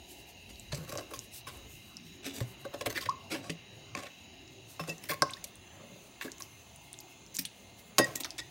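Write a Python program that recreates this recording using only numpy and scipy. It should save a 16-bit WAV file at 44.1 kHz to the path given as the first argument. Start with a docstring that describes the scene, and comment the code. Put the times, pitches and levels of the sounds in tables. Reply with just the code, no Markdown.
"""Kitchen counter, hand-held phone close to a steel pot of thick stew; a metal spoon scrapes and knocks it.
From the start a steady hiss with narrow resonances, airy puffs and a low rumble lie behind the spoon.
Scrapes crowd together near 3 s; from 4.4 to 5.1 s the hiss changes colour as the phone turns to the stew.
A sharp knock with a bright crack follows at 5.2 s and the hardest knock at 8 s; bubbles, ticks and thuds dot it.
Each contact is a burst of grit that rings rim and stew-damped wall; the background is shaped noise."""
import sys
import numpy as np
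from scipy import signal
from scipy.fft import rfft, irfft
from scipy.io import wavfile
from scipy.ndimage import uniform_filter1d

SR = 44100
rng = np.random.default_rng(int(sys.argv[2]) if len(sys.argv) > 2 else 0)


def digitize_waveform(pressure):
    """Quantize a signal to 16-bit integers and store it at the path in sys.argv[1].

    Rows of a 2-D input are taken as channels; values are limited to [-1, 1].
    """
    field = np.atleast_2d(pressure).T
    bounded = np.clip(field, -1, 1)
    quanta = np.round(bounded * 32767).astype(np.int16)
    wavfile.write(sys.argv[1], SR, quanta)


N = 374850


def undb(db):
    """Amplitude factor of a level in dB."""
    return 10 ** (np.asarray(db) / 20)


def fall(t, t60):
    """Exponential decay that loses 60 dB in t60 seconds."""
    return np.exp(-np.log(1000) * t / max(t60, 1e-3))


def seconds(length):
    """Time axis of the given length in s."""
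    return np.arange(int(length * SR)) / SR


def add(out, s, x, db):
    """Mix x in at time s with the given peak level."""
    i = int(s * SR)
    x = x[:N - i]
    out[i:i + len(x)] += x * undb(db) / np.max(np.abs(x))


def band(x, hz, octaves):
    """Causal band-pass round hz."""
    edges = [hz * 2 ** (-octaves / 2), hz * 2 ** (octaves / 2)]
    edges = np.clip(edges, 20, .45 * SR)
    return signal.sosfilt(signal.butter(2, edges, "band", fs=SR, output="sos"), x)


def curve(rows):
    """Straight lines through (s, value) points over the whole scene."""
    return np.interp(np.arange(N) / SR, *np.transpose(rows))


def held_noise(count, hold):
    """Random levels held for some samples each, then slewed over the same span."""
    steps = np.repeat(rng.standard_normal(count // hold + 1), hold)
    return uniform_filter1d(steps, hold)[:count]


def walk(rate):
    """Random levels held 1 / rate s and slewed; spread near 1."""
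    return 1.6 * held_noise(N, int(SR / rate))


def coloured(colour, peaks=()):
    """Noise of rms 1 with the given spectrum and resonances."""
    f = np.arange(1, N // 2 + 2) * SR / N
    hz, db = np.transpose(colour)
    gain = undb(np.interp(np.log(f), np.log(hz), db))
    for centre, width, rise_db in peaks:
        gain = gain * undb(rise_db / (1 + (2 * (f - centre) / width) ** 2))
    x = irfft(rfft(rng.standard_normal(N)) * gain, N)
    return x / np.std(x)


def flicker(x, edges_hz, depth_db, rate):
    """Each band of a steady noise wanders in level on its own."""
    f, spectrum = np.arange(N // 2 + 1) * SR / N, rfft(x)
    out = np.zeros(N)
    for lo, hi in zip(edges_hz, edges_hz[1:]):
        one_band = irfft(spectrum * (f >= lo) * (f < hi), N)
        out += one_band * undb(depth_db * walk(rate))
    return out


def ring(modes, favoured_hz, reach, t):
    """A struck body: the place of contact favours modes near one pitch, falling reach dB per octave away."""
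    out = 0
    for k, (hz, db, t60) in enumerate(modes):
        level = undb(db - reach * abs(np.log2(hz / favoured_hz)))
        # neighbouring modes swing in opposition
        out = out + (-1) ** k * level * fall(t, t60) * np.sin(2 * np.pi * hz * t)
    return out


# Level of the deep bass, gustier while the phone is handled. Each row: time in seconds, level in dB.
DEEP_LEVEL = [(0.0, -57), (0.31, -72), (0.71, -50), (1.42, -66), (1.63, -53), (2.1, -73), (2.74, -60),
              (3.03, -80), (6.23, -69.5), (6.42, -73), (8.07, -69), (8.5, -79)]
# Colour of the deep bass. Each row: frequency in Hz, relative spectrum level in dB.
DEEP_SPECTRUM = [(15, -32), (30, -27), (60, -12), (100, -19), (200, -58)]


def deep_bass():
    """Bass noise whose level wanders about a gusty course."""
    return coloured(DEEP_SPECTRUM) * undb(curve(DEEP_LEVEL) + 2.0 * walk(5.8))


# Level of the room rumble before it flickers. 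Each row: time in seconds, level in dB.
RUMBLE_LEVEL = [(0.0, -57), (0.47, -59), (0.8, -55), (1.94, -59.5), (2.89, -50.5), (3.1, -54.5), (4.5, -58),
                (4.95, -55.5), (6.94, -60), (8.5, -57)]
# Colour of the rumble. Each row: frequency in Hz, relative spectrum level in dB.
RUMBLE_SPECTRUM = [(15, -50), (25, -27), (53, -6.5), (113, 5), (167, -1.5), (300, -4), (408, -3),
                   (444, -14), (476, -9.5), (637, -9), (682, -6), (1030, -15), (1500, -20.5), (1950, -15),
                   (3300, -120)]


def room_rumble():
    """Low noise, flickering in bands two thirds of an octave wide."""
    rumble = coloured(RUMBLE_SPECTRUM) * undb(curve(RUMBLE_LEVEL))
    return flicker(rumble, 25 * 2 ** (2 * np.arange(11) / 3), 2.57, 6.0)


# Airy treble that comes and goes in puffs. Each row: time in seconds, gain in dB before it wanders.
RUSTLE_GAIN = [(0, -64), (.4, -60), (1.3, -64), (1.85, -59.5), (2.1, -72), (2.5, -61.5), (3.3, -70),
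               (4.7, -68), (5.2, -67), (6.9, -65.5), (7.3, -71.5), (8.1, -64.5), (8.5, -67)]


def airy_rustle():
    """Wide treble noise whose level puffs and wanders quickly."""
    treble = band(rng.standard_normal(N), 7900, 2.5)
    return treble * undb(curve(RUSTLE_GAIN) + 4.1 * walk(22.0))


# Smooth hiss colour, phone facing the stove and then the stew.
# Each row: frequency in Hz, relative spectrum level in dB.
STOVE_COLOUR = [(700, -61), (1000, -43), (1500, -2.5), (2270, 2.5), (3000, 1), (4360, 6.5), (5600, 3),
                (7000, -6.5), (8000, -24.5), (11500, -28.5), (16000, 2)]
STEW_COLOUR = [(530, 4), (900, 7), (1570, -5), (2040, -6), (3960, 5.5), (5040, -3), (6330, -6.5),
               (8150, -10), (9770, -4.5), (11600, -41), (16000, 3.5)]
# Narrow resonances on each hiss. Each row: centre in Hz, width in Hz, rise above the smooth colour in dB.
STOVE_WHISTLES = [(2100, 36, 16.6), (2776, 730, 20), (3900, 190, 15), (6360, 550, 12), (6790, 200, 18),
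                  (8820, 500, 28.6), (9860, 320, 30.5)]
STEW_WHISTLES = [(2115, 73, 16.5), (2664, 790, 14.5), (4020, 14, 12.6), (6190, 160, 18.8),
                 (6600, 280, 13.3), (7090, 550, 13.8), (10220, 690, 11)]
TURN_START_S, TURN_END_S = 4.4, 5.1
HISS_DB = -56.5  # rms before it flickers


def steady_hiss():
    """Two resonant noises cross-faded at equal power as the phone turns from stove to stew."""
    turn = curve([(TURN_START_S, 0), (TURN_END_S, 1)])
    stove = np.sqrt(1 - turn) * coloured(STOVE_COLOUR, STOVE_WHISTLES)
    stew = np.sqrt(turn) * coloured(STEW_COLOUR, STEW_WHISTLES)
    return (stove + stew) * undb(HISS_DB)


def kitchen():
    """Background behind the pot: hiss and rustle flicker together in narrow bands, over rumble and bass."""
    air = flicker(steady_hiss() + airy_rustle(), 400 * 2 ** (np.arange(49) / 8), 1.22, 12.0)
    return deep_bass() + room_rumble() + air


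# Pot and elbows bumping the counter. Each row: start in seconds, peak level in dB, pitch in Hz.
COUNTER_BUMPS = [(0.73, -30.5, 139.5), (0.785, -37.5, 159), (0.961, -43.5, 107), (1.17, -48, 113),
                 (1.478, -50, 135), (0.931, -42, 133.6), (2.412, -27, 119.3), (2.868, -38.5, 116),
                 (3.496, -35.5, 164.6), (3.953, -46.5, 196), (4.808, -36.5, 162), (4.89, -39, 162),
                 (5.101, -45.5, 157), (5.217, -35.5, 142), (7.388, -42, 182.5), (7.986, -36, 194.4),
                 (7.996, -35.5, 123)]
THUD_T60_S = 0.25


def thuds():
    """Soft blows on the counter: one low mode, slowly pushed."""
    out, t = np.zeros(N), seconds(.4)
    for s, db, hz in COUNTER_BUMPS:
        push = (1 - fall(t, 0.0057)) * fall(t, THUD_T60_S)
        add(out, s, push * np.sin(2 * np.pi * hz * t), db)
    return out


# Bubbles in the stew. Each row: start in seconds, peak level in dB, starting pitch in Hz,
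# glide in octaves per second, decay t60 in seconds, time until it bursts in seconds.
STEW_BUBBLES = [(3.088, -19.5, 1014, 9.3, 0.081, 0.027), (5.293, -40.5, 1800, 92, 0.068, 0.013),
                (5.334, -32, 3360, 42, 0.029, 0.0072), (5.367, -46, 1690, 19, 0.061, 0.021),
                (6.28, -37, 1590, 14, 0.025, 0.012)]


def bubbles():
    """Air pockets rise in pitch as they near the surface, then burst."""
    out, t = np.zeros(N), seconds(.08)
    for s, db, hz, glide, t60, life in STEW_BUBBLES:
        pitch = hz * 2 ** (glide * np.minimum(t, life))
        tone = np.sin(2 * np.pi * np.cumsum(pitch) / SR)
        burst = fall(np.maximum(t - life, 0), 0.0062)
        add(out, s, np.clip(t / 0.003, 0, 1) * fall(t, t60) * burst * tone, db)
    return out


# Bits of food and sauce snapping, and at 5.22 s the bright crack of a spoon knock.
# Each row: start in seconds, peak level of the narrow core in dB, centre in Hz.
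SHARP_TICKS = [(0.558, -42, 4610), (0.5971, -36, 7360), (0.975, -25.5, 5800), (1.0105, -43, 11500),
               (1.109, -42, 11500), (1.1916, -26, 6540), (1.4103, -44.5, 4230), (1.573, -41, 11000),
               (1.969, -32.5, 5150), (3.011, -32, 4470), (3.025, -35, 3870), (3.0948, -27.5, 5100),
               (3.321, -34, 2820), (4.478, -45, 5000), (4.982, -38.5, 7000), (5.2212, -12.5, 5300),
               (5.308, -33.5, 8600), (5.336, -31, 4930), (5.37, -44, 4900), (5.5562, -40, 9300),
               (6.3181, -30.5, 6050), (6.383, -37, 6600), (6.401, -36, 10500), (6.4224, -28, 6050),
               (6.761, -37, 9380), (6.9304, -30.5, 8900), (6.941, -39.5, 3200), (6.989, -33.5, 6930),
               (7.0032, -36, 5000), (7.007, -37, 12700), (7.264, -43, 5400), (7.3503, -33, 7460),
               (7.3677, -22, 6600), (7.452, -27.5, 3600), (7.4548, -26.5, 9150), (8.045, -24.5, 7500),
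               (8.158, -21.5, 7050), (8.2355, -27, 4300), (8.2458, -24.5, 5600), (8.306, -29, 5030)]
TICK_SNAP_S, TICK_T60_S = 0.004, 0.067  # t60 of the snap and of its fizz
TICK_FIZZ, TICK_WIDE_DB = 0.14, -2  # fizz re snap; the broad snap re its narrow core


def ticks():
    """A sharp snap of noise with a weaker, longer fizz."""
    out, t = np.zeros(N), seconds(.06)
    for s, db, hz in SHARP_TICKS:
        snap = TICK_FIZZ * fall(t, TICK_T60_S) * rng.standard_normal(len(t))
        snap += fall(t, TICK_SNAP_S) * rng.standard_normal(len(t))
        snap[0] += 4.0  # the first break is the sharpest
        add(out, s, band(snap, hz, 0.38), db)
        add(out, s, band(snap, hz, 1.43), db + TICK_WIDE_DB)
    return out


# The spoon struck free and then gripped or dipped. Each row: start in seconds, peak level in dB,
# favoured mode in Hz, free ringing in seconds, fall-off from that mode in dB per octave.
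SPOON_RINGS = [(3.315, -40, 5400, 0.04, 58), (4.796, -42, 5430, 0.06, 160), (4.797, -40, 2660, 0.019, 44),
               (4.886, -39, 2570, 0.013, 42), (4.897, -30.5, 2520, 0.032, 62),
               (4.895, -34.5, 5660, 0.0083, 90), (7.988, -16, 2620, 0.059, -2),
               (8.008, -26.5, 2130, 0.048, 64), (8.157, -43, 2100, 0.029, 55),
               (8.392, -43, 2210, 0.036, 60)]
# Modes of the steel spoon. Each row: pitch in Hz, level in dB before chatter, free decay t60 in seconds.
SPOON_MODES = [(1897, 0, 1.2), (2665, 1, .13), (3668, -6, .5), (4185, -10, .08), (4918, -3, .5),
               (5330, -9, .16), (6410, 0, .15), (6900, -6, .06), (8500, -8, .06), (10178, 3, .07),
               (10452, -4, .08)]
CHATTER_S, CHATTER_DB = 0.0082, 3.5  # step of the waver; its spread before slewing


def spoon():
    """Steel modes that waver as the spoon chatters in the hand, cut short when it is damped."""
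    out, t = np.zeros(N), seconds(.25)
    for s, db, hz, free, narrow in SPOON_RINGS:
        modes = []
        for mode_hz, mode_db, t60 in SPOON_MODES:
            chatter_db = CHATTER_DB * held_noise(len(t), int(CHATTER_S * SR))
            modes.append((mode_hz, mode_db + chatter_db, t60))
        damped = fall(np.maximum(t - free, 0), 0.022)
        add(out, s, np.clip(t / 0.00145, 0, 1) * damped * ring(modes, hz, narrow, t), db)
    return out


def shimmer(x, t60, count=64):
    """Through the many short high modes of thin steel, different at every spot."""
    t = seconds(.04)
    place, phase = rng.random((2, count, 1))
    hz = 900 * 18 ** ((np.arange(count)[:, None] + place) / count)
    modes = (np.sqrt(hz) * np.sin(2 * np.pi * (hz * t + phase))).sum(axis=0)
    return signal.fftconvolve(x, modes * fall(t, t60))[:len(x)]


# Modes of the stew-damped pot wall, before detuning and the spoon's pressure.
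# Each row: pitch in Hz, level in dB, decay t60 in seconds.
WALL_MODES = [(270, 0, .11), (330, -3, .1), (435, -6, .11), (510, -6, .06), (562, -2, .07), (600, -3, .055),
              (710, -12, .06), (785, -12, .06), (1050, -15, .17), (1088, 1, .058), (1595, -3, .04)]
# Modes of the pot's rim. Each row: pitch in Hz, level in dB, decay t60 in seconds.
RIM_MODES = [(1400, -23, 0.34), (1811, 22, 0.021), (2008, 10.5, 0.093), (2220, 22, 0.017),
             (2620, 14, 0.022), (3504, 5, 0.039), (3915, 12.5, 0.015), (4690, 7.5, 0.024), (4960, 5, 0.023),
             (6200, -19, 0.013), (5730, 12, 0.021), (6640, 9, 0.04), (8000, 0, 0.015)]
PRESS_DAMPING = 0.9  # a dragged spoon shortens the wall's ring to this share
SLOSH, KNOCK_SLOSH = 0.021, 0.009  # spread of the wall's detuning by moving stew, under a drag and a knock
RIM_DB, SLAP_DB, KNOCK_SLAP_DB = -4.5, -3.5, -8.5  # rim re grit; stew's slap re pot, under a drag and a knock


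def contact(row, rise, hold, t60, dragged, grain_db=5.5, blow_s=0.0066):
    """Grit under the spoon: uneven micro-slips heard directly, through the rim and through the pot wall."""
    s, db, hz, treble_db, pot_db, pot_hz = row
    t = seconds(.45)
    press = np.clip(t / rise, 0, 1) * fall(np.maximum(t - rise - hold, 0), t60)
    slips = undb(grain_db * np.repeat(rng.standard_normal(len(t) // 64 + 1), 64)[:len(t)])
    grit = press * slips * rng.standard_normal(len(t))
    # the quicker the touch, the stronger the one clean blow in it
    push = grit / np.sqrt(np.sum(grit ** 2))
    push[int(rise * SR)] += blow_s / (rise + hold / 4)
    if not dragged:
        grit[int(rise * SR)] += 6.7
    detune = 1 + (SLOSH if dragged else KNOCK_SLOSH) * rng.standard_normal(len(WALL_MODES))
    damping = PRESS_DAMPING if dragged else 1
    wall = [(f * d, g, ring_s * damping) for (f, g, ring_s), d in zip(WALL_MODES, detune)]

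    direct = band(shimmer(grit, 0.022 if dragged else 0.012), hz, 2.14)
    rim = signal.fftconvolve(push, ring(RIM_MODES, hz, 13.8, t))[:len(t)]
    slap = band(grit, pot_hz, 2.45)  # the stew's dull slap
    treble = band(shimmer(grit, 0.0095), 13800, 3.6)
    pot = signal.fftconvolve(push, ring(wall, pot_hz, 12.7, t))[:len(t)]
    return [(direct, db),
            (rim, db + RIM_DB),
            (slap, db + pot_db + (SLAP_DB if dragged else KNOCK_SLAP_DB)),
            (treble, db + treble_db),
            (band(pot, 640, 6.3), db + pot_db)]


# Spoon knocking the pot. Each row: start in seconds, grit peak in dB, grit centre in Hz, treble in dB re grit,
# pot in dB re grit, favoured pot mode in Hz, decay t60 in seconds.
POT_KNOCKS = [ (0.744, -31.5, 4170, -31, -25, 315, 0.13), (1.135, -36, 3200, -1, 1, 1010, 0.13),
              (3.495, -26, 2940, -63, -4.5, 362, 0.072), (3.949, -26.5, 2740, -28, -4.5, 900, 0.016),
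              (4.794, -37.5, 2830, -3, 10.5, 810, 0.25), (5.118, -42.5, 1780, -16, 17, 1070, 0.074),
              (5.221, -28, 4930, -17, 16, 1054, 0.0073), (5.44, -28, 6060, -24, -17.5, 580, 0.036),
              (6.21, -27, 1650, -15, -11.5, 1510, 0.02), (6.403, -34, 4300, -6, -6.5, 1150, 0.16),
              (7.386, -21.5, 4600, 4, -18, 200, 0.1), (7.982, -8, 4950, -5, -7, 800, 0.047),
              (7.992, -27, 2630, -9, 16.5, 540, 0.063), (8.154, -32, 4640, 11.5, -7.5, 304, 0.07),
              (8.2452, -27, 2120, -9, -20, 331.6, 0.085), (8.38, -31, 5400, -29, -22, 990, 0.026),
              (8.387, -28, 2870, -28, -16.5, 374, 0.07)]
KNOCK_RISE_S, KNOCK_HOLD_S = 0.0013, 0.0023
# Spoon scraping the pot. Each row: start in seconds, grit peak in dB, grit centre in Hz, treble in dB re grit,
# pot in dB re grit, favoured pot mode in Hz, length in seconds.
POT_SCRAPES = [ (0.487, -42, 4500, -16, -5.5, 326, 0.045), (0.718, -29.5, 3400, -31, -2, 570, 0.023),
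               (0.886, -37.5, 3600, 1, -5, 432, 0.027), (0.908, -37.5, 3950, 3, 4, 575, 0.048),
               (0.949, -41.5, 2800, 3, 10.5, 620, 0.0156), (0.971, -34.5, 3870, -25, 1, 625, 0.041),
               (1.1, -49.5, 5400, 3.5, 11.5, 577, 0.039), (1.47, -51.5, 1810, -8, 3, 393, 0.32),
               (2.225, -32, 3460, -13, -7, 430, 0.11), (2.241, -43, 2470, 8.5, 5, 270, 0.078),
               (2.325, -38, 3540, 4.5, -2, 265, 0.1), (2.403, -32.5, 1950, -3, 3, 496, 0.013),
               (2.642, -42.5, 3430, -3, 11.5, 546, 0.026), (2.73, -37, 2860, -6, 7.5, 570, 0.033),
               (2.805, -31, 2770, -7, 2, 644, 0.023), (2.853, -24.5, 2220, 0, -0.5, 560, 0.03),
               (2.894, -33, 2000, 0.5, -5.5, 570, 0.032), (2.944, -28.5, 1920, -4, -9.5, 340, 0.044),
               (2.969, -24.5, 1900, -12, -16, 560, 0.031), (2.992, -33, 3800, -1.5, -7.5, 1110, 0.081),
               (3.052, -28.5, 1890, -12, -9.5, 556, 0.019), (3.296, -30, 2870, -6.5, -2, 332, 0.091),
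               (3.331, -31, 1670, -9, -2, 656, 0.06), (3.423, -42.5, 4370, -17, 1.5, 648.3, 0.098),
               (3.957, -35, 2450, -19, -2.5, 328, 0.044), (3.979, -38.5, 3950, -18, 0.5, 800, 0.034),
               (4.051, -37.5, 1900, -22, -9, 1000, 0.042), (4.871, -37, 4360, -11, 4, 495, 0.031),
               (4.881, -32.5, 5100, -22, -6, 442, 0.046), (5.008, -38, 2070, 3, -13, 330, 0.12),
               (5.085, -25, 2160, 1.5, -3.5, 665, 0.049), (5.692, -59.5, 2000, -9, 14, 560, 0.36),
               (6.2, -31.5, 2300, -0.5, -17, 413, 0.086), (6.236, -40, 2460, -7, 6.5, 400, 0.07),
               (7.34, -32.5, 7000, -6, -32, 300, 0.034), (8.198, -30, 4800, 3.5, -8, 326, 0.022)]
# pressure builds, holds and dies away (t60) over these shares of the length
SCRAPE_RISE, SCRAPE_HOLD, SCRAPE_FALL = 0.29, 0.078, 2.2
# Spoon rubbing on evenly. Each row: start in seconds, grit peak in dB, grit centre in Hz, treble in dB re grit,
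# pot in dB re grit, favoured pot mode in Hz, hold in seconds.
POT_RUBS = [(1.464, -38, 2700, -0.5, 0.5, 1070, 0.016), (0.752, -50.5, 3300, 8, 10, 570, 0.08),
            (0.87, -46.5, 4700, 0, 6.5, 680, 0.14), (3.958, -36, 3030, -11, -2.5, 740, 0.092),
            (8.015, -45, 1500, 1, 7.5, 620, 0.11)]
RUB_RISE_S, RUB_T60_S = 0.0072, 0.12


def contacts():
    """Knocks land at once and die away; scrapes swell and fade with their length; rubs hold and fade."""
    out = np.zeros(N)
    shapes = [(row, KNOCK_RISE_S, KNOCK_HOLD_S, t60, False) for *row, t60 in POT_KNOCKS]
    for *row, length in POT_SCRAPES:
        shapes.append((row, SCRAPE_RISE * length, SCRAPE_HOLD * length, SCRAPE_FALL * length, True))
    shapes += [(row, RUB_RISE_S, hold, RUB_T60_S, True) for *row, hold in POT_RUBS]
    for row, rise, hold, t60, dragged in shapes:
        for x, db in contact(row, max(rise, 2e-4), hold, t60, dragged):
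            add(out, row[0], x, db)
    return out


ROOM_DB, ROOM_T60_S = -20.5, 0.43


def room(near):
    """Hard walls and tiles give a short dense tail."""
    t = seconds(.5)
    tail = band(rng.standard_normal(len(t)), 730, 5.7) * fall(t, ROOM_T60_S) * (t > .004)
    return undb(ROOM_DB) * signal.fftconvolve(near, tail / np.sqrt(np.sum(tail ** 2)))[:N]


def scene():
    """Close sounds at the pot with their room tail, in front of the kitchen background."""
    near = contacts() + ticks() + bubbles() + spoon() + thuds()
    return (near + room(near) + kitchen())[None]


TOP_HZ = 15800


def record(dry):
    """The phone's microphone thins the deep bass and cuts the top."""
    thin = signal.sosfilt(signal.butter(2, 45, "highpass", fs=SR, output="sos"), dry)
    return signal.sosfilt(signal.ellip(10, .2, 60, TOP_HZ, fs=SR, output="sos"), thin)


dry = scene()
out = record(dry)
digitize_waveform(out)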